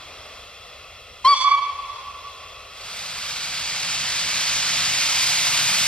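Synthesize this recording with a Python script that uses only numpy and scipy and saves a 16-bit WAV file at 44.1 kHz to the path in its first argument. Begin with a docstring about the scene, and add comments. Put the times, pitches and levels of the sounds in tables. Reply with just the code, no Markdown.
"""Steam blows off steadily, a whistle gives one short toot with echoes, then a growing rush of steam begins.
A steam locomotive stands across a meadow before a row of sheds. Valve and rush are shaped noise; the toot
is a gliding stack of sine tones over hiss. Valve and whistle are heard twice, direct and off the grass.
The sheds return delayed copies of the toot and a dense tail. The end of an earlier blow and earlier
echoes, a far rumble and a thin high tone lie underneath."""
import sys
import numpy as np
from scipy import signal
from scipy.fft import rfft, irfft, next_fast_len
from scipy.io import wavfile
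from scipy.ndimage import uniform_filter1d, map_coordinates

SR = 44100
rng = np.random.default_rng(int(sys.argv[2]) if len(sys.argv) > 2 else 0)


def dump(signal):
    """Clip the signal to [-1, 1] and save it as 16-bit WAV at the path in sys.argv[1]."""
    limited = np.clip(np.atleast_2d(signal).T, -1, 1)
    pcm = np.round(limited * 32767).astype(np.int16)
    wavfile.write(sys.argv[1], SR, pcm)


N = 258867
TIME = np.arange(N) / SR  # seconds

# The path of the toot: (time [s], central pitch [Hz], relative level [dB])
TOOT = [(1.241, 1020, -50), (1.249, 1036, -16), (1.262, 1045, -13), (1.277, 1106, -11),
        (1.286, 1131, -10.5), (1.298, 1148, -10.5), (1.322, 1140, -10.5), (1.338, 1100, -13),
        (1.344, 1050, -28), (1.364, 760, -43)]
FULL_NOTE_HZ = TOOT[5][1]


def amp(db):
    """Turn decibels into a plain gain."""
    return 10 ** (np.asarray(db) / 20)


def unit(x):
    """Scale a signal to an rms of 1."""
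    return x / np.sqrt(np.mean(x ** 2) + 1e-20)


def along(points, hz):
    """Read a (frequency, value) table at any frequency, on a log axis."""
    f, v = np.transpose(points)
    return np.interp(np.log(hz + 1), np.log(f + 1), v)


def curves(rows):
    """Give one value per sample for each column after the time."""
    s, *columns = np.transpose(rows)
    return [np.interp(TIME, s, column) for column in columns]


def wobble(rate):
    """A smooth random curve with this many random points a second."""
    points = rng.standard_normal(int(N * rate / SR) + 4)
    return map_coordinates(points, [np.arange(N) * rate / SR])


def filtered(x, response):
    """Multiply the spectrum of x by a complex response of frequency."""
    m = next_fast_len(N + 8192)
    hz = np.fft.rfftfreq(m, 1 / SR)
    return irfft(rfft(x, m) * response(hz), m)[..., :N]


def hiss(spectrum, patchy_db):
    """Turbulent noise: stereo, rms 1, with a given spectrum and patches of random gain."""
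    # How alike the two channels are: (frequency [Hz], likeness [0 to 1])
    alike = [(25, .75), (60, .93), (130, .99), (800, .95), (2000, .9), (4500, .85), (7000, .87),
             (9000, .79), (10200, .66), (11000, .91), (13000, .96), (15000, .97)]
    z = signal.stft(rng.standard_normal((2, N)), nperseg=512)[2]
    patches = uniform_filter1d(rng.standard_normal(z.shape[1:]), size=6, axis=0)
    patches = uniform_filter1d(patches, size=10, axis=1)
    pair = signal.istft(z * amp(patchy_db * unit(patches)), nperseg=512)[1][:, :N]
    closed = [(10, -120)] + list(spectrum) + [(20000, -120)]  # fades out beyond both ends

    def mid_side_gain(hz):
        turn = np.arccos(np.clip(along(alike, hz), -1, 1)) / 2
        return amp(along(closed, hz)) * [np.cos(turn), np.sin(turn)]

    mid, side = filtered(pair, mid_side_gain)
    return unit(np.array([mid + side, mid - side]))


def grass(x, delay_ms, db, turn, blur_hz):
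    """Add a later copy off soft ground, turned in phase (radians) and weaker in the treble."""
    def copy(hz):
        strength = amp(db) / (1 + (hz / blur_hz) ** 2)
        return strength * np.exp(1j * turn - 2j * np.pi * hz * delay_ms / 1000)

    return filtered(x, lambda hz: 1 + copy(hz))


def drain_cocks():
    """Wet steam at rail level: low eddies, a drying rush and a spitting fizz that grow as pressure builds."""
    # Noise spectra, all (frequency [Hz], relative level [dB per Hz]): low eddies, then the dry rush,
    # the rush while the steam is wet, the treble fizz, and the last of an earlier blow
    roar_shape = [(25, -39), (70, -5), (145, 5), (190, 2), (250, -10.5), (380, -15), (600, -79)]
    dry_shape = [(250, -18), (380, -25), (700, -11), (1300, -6), (1800, -5), (2300, 0), (3200, -1.5),
                 (4300, -0.5), (4800, 1.5), (5300, -2.5), (6000, -2.5), (7000, -3), (9000, -17),
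                 (10000, -18)]
    wet_shape = [(250, -18.5), (380, -28), (700, -10), (1000, -7.5), (1400, -2.5), (1850, -6.5),
                 (2300, -0.5), (3200, -2.5), (4300, -0.5), (4750, 1.5), (5300, -7), (6000, -2), (6600, -10),
                 (7200, -5), (10000, -25)]
    fizz_shape = [(6500, -30), (8500, -1), (9600, -4), (10250, -7), (11200, 0), (12200, -1), (13500, -4.5),
                  (15600, -12)]
    fading_shape = [(120, -8), (300, -3), (900, -3), (1600, -3), (3000, -9), (4400, -4), (6500, -12),
                    (10000, -24)]
    open_s, opening_s = 2.69, .27  # when the cocks start to open; time to open fully
    build_db, build_s, build_bend = 14.5, 1.338, 1.53  # starting shortfall; time constant; bend
    wet_s = 0.98  # time constant of the drying
    rush_db = -19.5  # at full pressure, before the flicker
    roar_db, roar_grows, roar_full_db = -44.5, 1.13, -2  # top; swing over the rush's; where growth stops
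    fizz_db, fizz_db_per_s = -47.5, 6  # before the spit and flicker; steady climb
    spit_db, spit_s = 4, 0.4  # condensed water spits out first: extra fizz, time constant
    fading_db, fading_end_s, fading_s = -49, 0.42, 0.045  # level; middle of the fade; its softness

    since = np.clip(TIME - open_s, 0, None)
    opened = np.clip(since / opening_s, 0, 1)
    wet = np.exp(-(since / wet_s) ** 2)
    pressure_db = -build_db * np.exp(-(since / build_s) ** build_bend)
    surge, flicker = .3 * wobble(9), wobble(160)

    roar_growth_db = roar_grows * np.minimum(pressure_db - roar_full_db, 0)
    roar = amp(roar_db + roar_growth_db + 0.51 * wobble(4.4)) * hiss(roar_shape, patchy_db=1.5)

    wet_rush = np.sqrt(wet) * hiss(wet_shape, patchy_db=.4)
    dry_rush = np.sqrt(1 - wet) * hiss(dry_shape, patchy_db=.7)
    rush = amp(rush_db + pressure_db + surge + .6 * flicker) * (wet_rush + dry_rush)

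    fizz_level_db = fizz_db + fizz_db_per_s * since + spit_db * np.exp(-since / spit_s)
    fizz = amp(fizz_level_db + surge + 1.1 * flicker) * hiss(fizz_shape, patchy_db=-0.7)

    fade = 1 / (1 + np.exp((TIME - fading_end_s) / fading_s))
    fading = amp(fading_db) * fade * hiss(fading_shape, patchy_db=1.5)
    return opened * (roar + rush + fizz) + fading


def whistle():
    """One bell over the hiss of its jet; gives the sound near the listener, to the walls and to the yard."""
    # Harmonics of the bell: (multiple of the pitch, relative level [dB])
    overtones = [(1, -2.5), (2, -23.5), (3, -19), (4, -18), (5, -30.5), (6, -40), (7, -45), (8, -46)]
    # Steam on the whistle lip: (frequency [Hz], relative level [dB per Hz])
    breath = [(150, -6), (350, 1), (1000, 2), (2000, -1), (3000, 1), (5000, 2.5), (7000, -9), (11000, -11),
              (15500, -15)]
    full_hz, thin_hz, thin_db = 1137, 1104, -16  # full tone to the walls above the first, less below the second
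    fall_db = 8.5  # the dying glide fills the yard more than it reaches the listener
    times = [row[0] for row in TOOT]

    pitch_hz, level_db = curves(TOOT)
    phase = 2 * np.pi * np.cumsum(pitch_hz + 3 * wobble(150)) / SR
    slack = np.clip((pitch_hz.max() - pitch_hz) / 100, 0, 1)  # low pressure, judged from the pitch
    closing = np.clip((TIME - times[5]) / (times[7] - times[5]), 0, 1)  # as the valve shuts
    tone = 0
    for k, db in overtones:
        shrill_db = 3.5 * (k > 1) * slack
        start_db = 5 * (k == 2) * slack * (TIME < times[2])
        closing_db = 4 * (k == 3) * closing
        flicker_db = .3 * (k - 1) * wobble(90)
        tone = tone + amp(db + shrill_db + start_db + closing_db + flicker_db) * np.sin(k * phase)
    tone = tone * np.sqrt(2)

    spurt = 1 + 5 * np.exp(-np.abs(TIME - times[1]) / .014)  # condensed water is blown out first
    lip = amp(-28.5) * spurt * hiss(breath, patchy_db=2.5)[0]
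    gate = amp(level_db) * ((TIME > times[0]) & (TIME < times[-1]))
    near = grass(gate * (tone + lip), delay_ms=2.25, db=-3, turn=1.7, blur_hz=14000)
    near = near * amp([[.6], [-.6]])  # a little to the left

    carried = amp(np.interp(pitch_hz, [thin_hz, full_hz], [thin_db, 0]))
    to_walls = gate * (amp(-7) * lip + carried * tone)
    falling = amp(fall_db * (TIME > times[-3]))
    to_yard = gate * (lip + amp(-4 * slack) * falling * tone)
    return near, to_walls, to_yard


def wall_copies(to_walls, cladding):
    """Each hard surface returns a delayed copy with its own level, side and tone colour."""
    # Small hard things by the track first, then shed walls: (delay [s], relative level [dB],
    # left-right difference [dB], tilt above the note [dB per octave], extra around twice the note [dB])
    walls = [(.058, -18.5, 0.5, 5, -6), (.09, -20, -1, 3.5, 2), (.12, -28, -7, 9.5, 2),
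             (.159, -5, -5.5, -4.5, -4.5), (.195, -19, -5, 2, 3.5), (.23, -4, -1, -7, 5.5),
             (.268, -10, -2.5, -9.5, 7.5), (.335, -18.5, -6, -3, 2.5), (.378, -20.5, 4.5, -7, 6),
             (.44, -28.5, 3, -2.5, 4), (.49, -25.5, 3, -4, 2), (.54, -30.5, 4, -1.5, 2.5),
             (.598, -28.5, 0, -1, -2), (.65, -33, -1, 2, -4), (.7, -35, 0, 2, -2), (.755, -38, 1, -1, -4),
             (.81, -35, -1, -1.5, -4), (.88, -38, 1, 0, -4), (0.961, -30, -1, -4, -6),
             (1.01, -37, -1, 1.5, -6), (1.08, -40, 1, -2, -4), (1.14, -40, 1, -3, -4),
             (1.21, -39, 2, -3, -4), (1.28, -40.5, 2, -3, -4), (1.35, -42, 0, -3, -4),
             (1.429, -46, 1, -3, -4), (1.5, -47, 3, -5, -4)]
    delay_s, db, pan_db, tilt_db, second_db = np.transpose(walls)[:, :, None]
    side = np.array([.5, -.5])[:, None, None]
    lag_s = delay_s + side * 0.000068  # the left channel hears the walls slightly later

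    def response(hz):
        ratio = hz / FULL_NOTE_HZ
        tilt = tilt_db * np.log2(np.clip(ratio, 1, 6))
        second = second_db * np.exp(-(ratio - 2) ** 2 * 8)
        level = amp(db + side * pan_db + tilt + second)
        copies = level * np.exp(-2j * np.pi * hz * lag_s)
        return amp(along(cladding, hz)) * np.sum(copies, axis=1)

    return filtered(to_walls, response)


def yard_tail(to_yard, cladding):
    """Scattered echoes merge into a noise-like tail whose treble dies away sooner."""
    # Time to fall by 60 dB: (frequency [Hz], decay time [s])
    decay = [(500, 6.6), (1100, 2.38), (2300, 1.97), (3400, 1.26), (4600, 1.22), (10000, 0.85)]
    tail_tilt_db = 3.2  # per octave: the tail starts brighter than the cladding curve
    hz, t, z = signal.stft(rng.standard_normal((2, 3 * SR)), SR, nperseg=256)
    z[1] = .9 * z[0] + .7 * z[1]  # both channels hear much the same tail
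    bright_db = tail_tilt_db * np.log2(np.clip(hz / FULL_NOTE_HZ, 1, 4))
    start_db = along(cladding, hz) + bright_db
    shape_db = start_db[:, None] - 60 * t / along(decay, hz)[:, None]
    build_up = 1 - np.exp(-t / .08)
    tail = signal.istft(z * amp(shape_db) * build_up, SR, nperseg=256)[1]
    tail = tail / np.linalg.norm(tail[0])
    return amp(-8.5) * signal.fftconvolve(to_yard[None], tail, axes=1)[:, :N]


def sheds(to_walls, to_yard):
    """Wall copies and a scattered tail answer the toot; an earlier toot is still dying away."""
    # What the walls return: (frequency [Hz], relative level [dB])
    cladding = [(500, -17), (800, 8), (960, 22.5), (1070, 8.5), (1145, 3.5), (2300, 14), (3430, 12.5),
                (4600, 7), (5700, 11), (7500, 13), (10000, 0), (15000, -33.5)]
    walls = wall_copies(to_walls, cladding)
    far = yard_tail(to_yard, cladding)
    skip = round(2.45 * SR)
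    earlier = np.pad(far[:, skip:], ((0, 0), (0, skip)))
    flutter = amp(.8 * wobble(60))  # drifting steam and air make the long paths flicker
    return amp(-1) * (flutter * (walls + far) + amp(-7.0) * earlier)


def safety_valve():
    """A steady jet high on the boiler, a little to the left, coloured by its ground copy."""
    # The steam plume: (frequency [Hz], relative level [dB per Hz])
    plume = [(400, -3.5), (600, 0.5), (1270, 1), (1900, -6), (2250, 3.5), (2700, 2), (3400, 2.1),
             (4700, -5), (5600, -5), (6100, -9.5), (6800, -7.5), (7500, -15.5), (9000, -15), (10000, -20),
             (12000, -15.5), (14600, -12), (15500, -38)]
    jet = hiss(plume, patchy_db=0.8)
    jet = unit(grass(jet, delay_ms=1.43, db=-4.0, turn=-1.29, blur_hz=8000))
    drift_db = .5 * wobble(6) + .4 * wobble(1.5)
    return amp(-42.4 + drift_db + np.array([[.6], [-.6]])) * jet


def yard_rumble():
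    """The far rumble of the yard: low noise with a slowly drifting level."""
    # The rumble: (frequency [Hz], relative level [dB per Hz])
    rumble = [(13, -46), (22, -11), (75, -0.5), (177, -18), (246, -17.5), (342, -32), (400, -25),
              (520, -41), (880, -120)]
    return amp(-54.5 + 0.3 * wobble(1.9)) * hiss(rumble, patchy_db=1)


def whine():
    """A thin, unsteady high sine tone, the same on both channels."""
    pitch_hz = 14142 + 18 * wobble(60)
    return amp(-74 + 2.5 * wobble(25)) * np.sin(2 * np.pi * np.cumsum(pitch_hz) / SR)


def left_right_difference(x):
    """Level and phase differ between left and right; the treble is nearly opposite in phase."""
    # Left against right: (frequency [Hz], level difference [dB])
    sides = [(60, .4), (700, .2), (1500, -.3), (2800, -.7), (4200, -1.2), (5300, -3.5), (6500, -1),
             (7700, 7.5), (9000, 7), (9900, 5), (10300, 0), (11500, 3), (13000, 1), (14500, 0)]
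    # Lead of the left channel: (frequency [Hz], phase [radians])
    lead = [(0, 0), (1550, .3), (3360, .6), (4220, 1.3), (4900, 1.1), (5900, 1.9), (6890, 3.1), (8100, 2.3),
            (8960, 3.1), (9700, 2), (10600, 2.95), (14000, 3.14)]

    def response(hz):
        difference = np.log(amp(along(sides, hz))) + 1j * along(lead, hz)
        return np.exp(np.array([[.5], [-.5]]) * difference)  # half to each channel, in opposite senses

    return filtered(x, response)


def scene():
    """Set engine and yard apart in stereo, then add the echoes and the whine."""
    near, to_walls, to_yard = whistle()
    engine = drain_cocks() + near + safety_valve()
    return left_right_difference(engine + yard_rumble()) + sheds(to_walls, to_yard) + whine()


def record(dry):
    """Keep nothing at or above the band limit."""
    top_hz = 15720
    return filtered(dry, lambda hz: hz < top_hz)


dry = scene()
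out = record(dry)
dump(out)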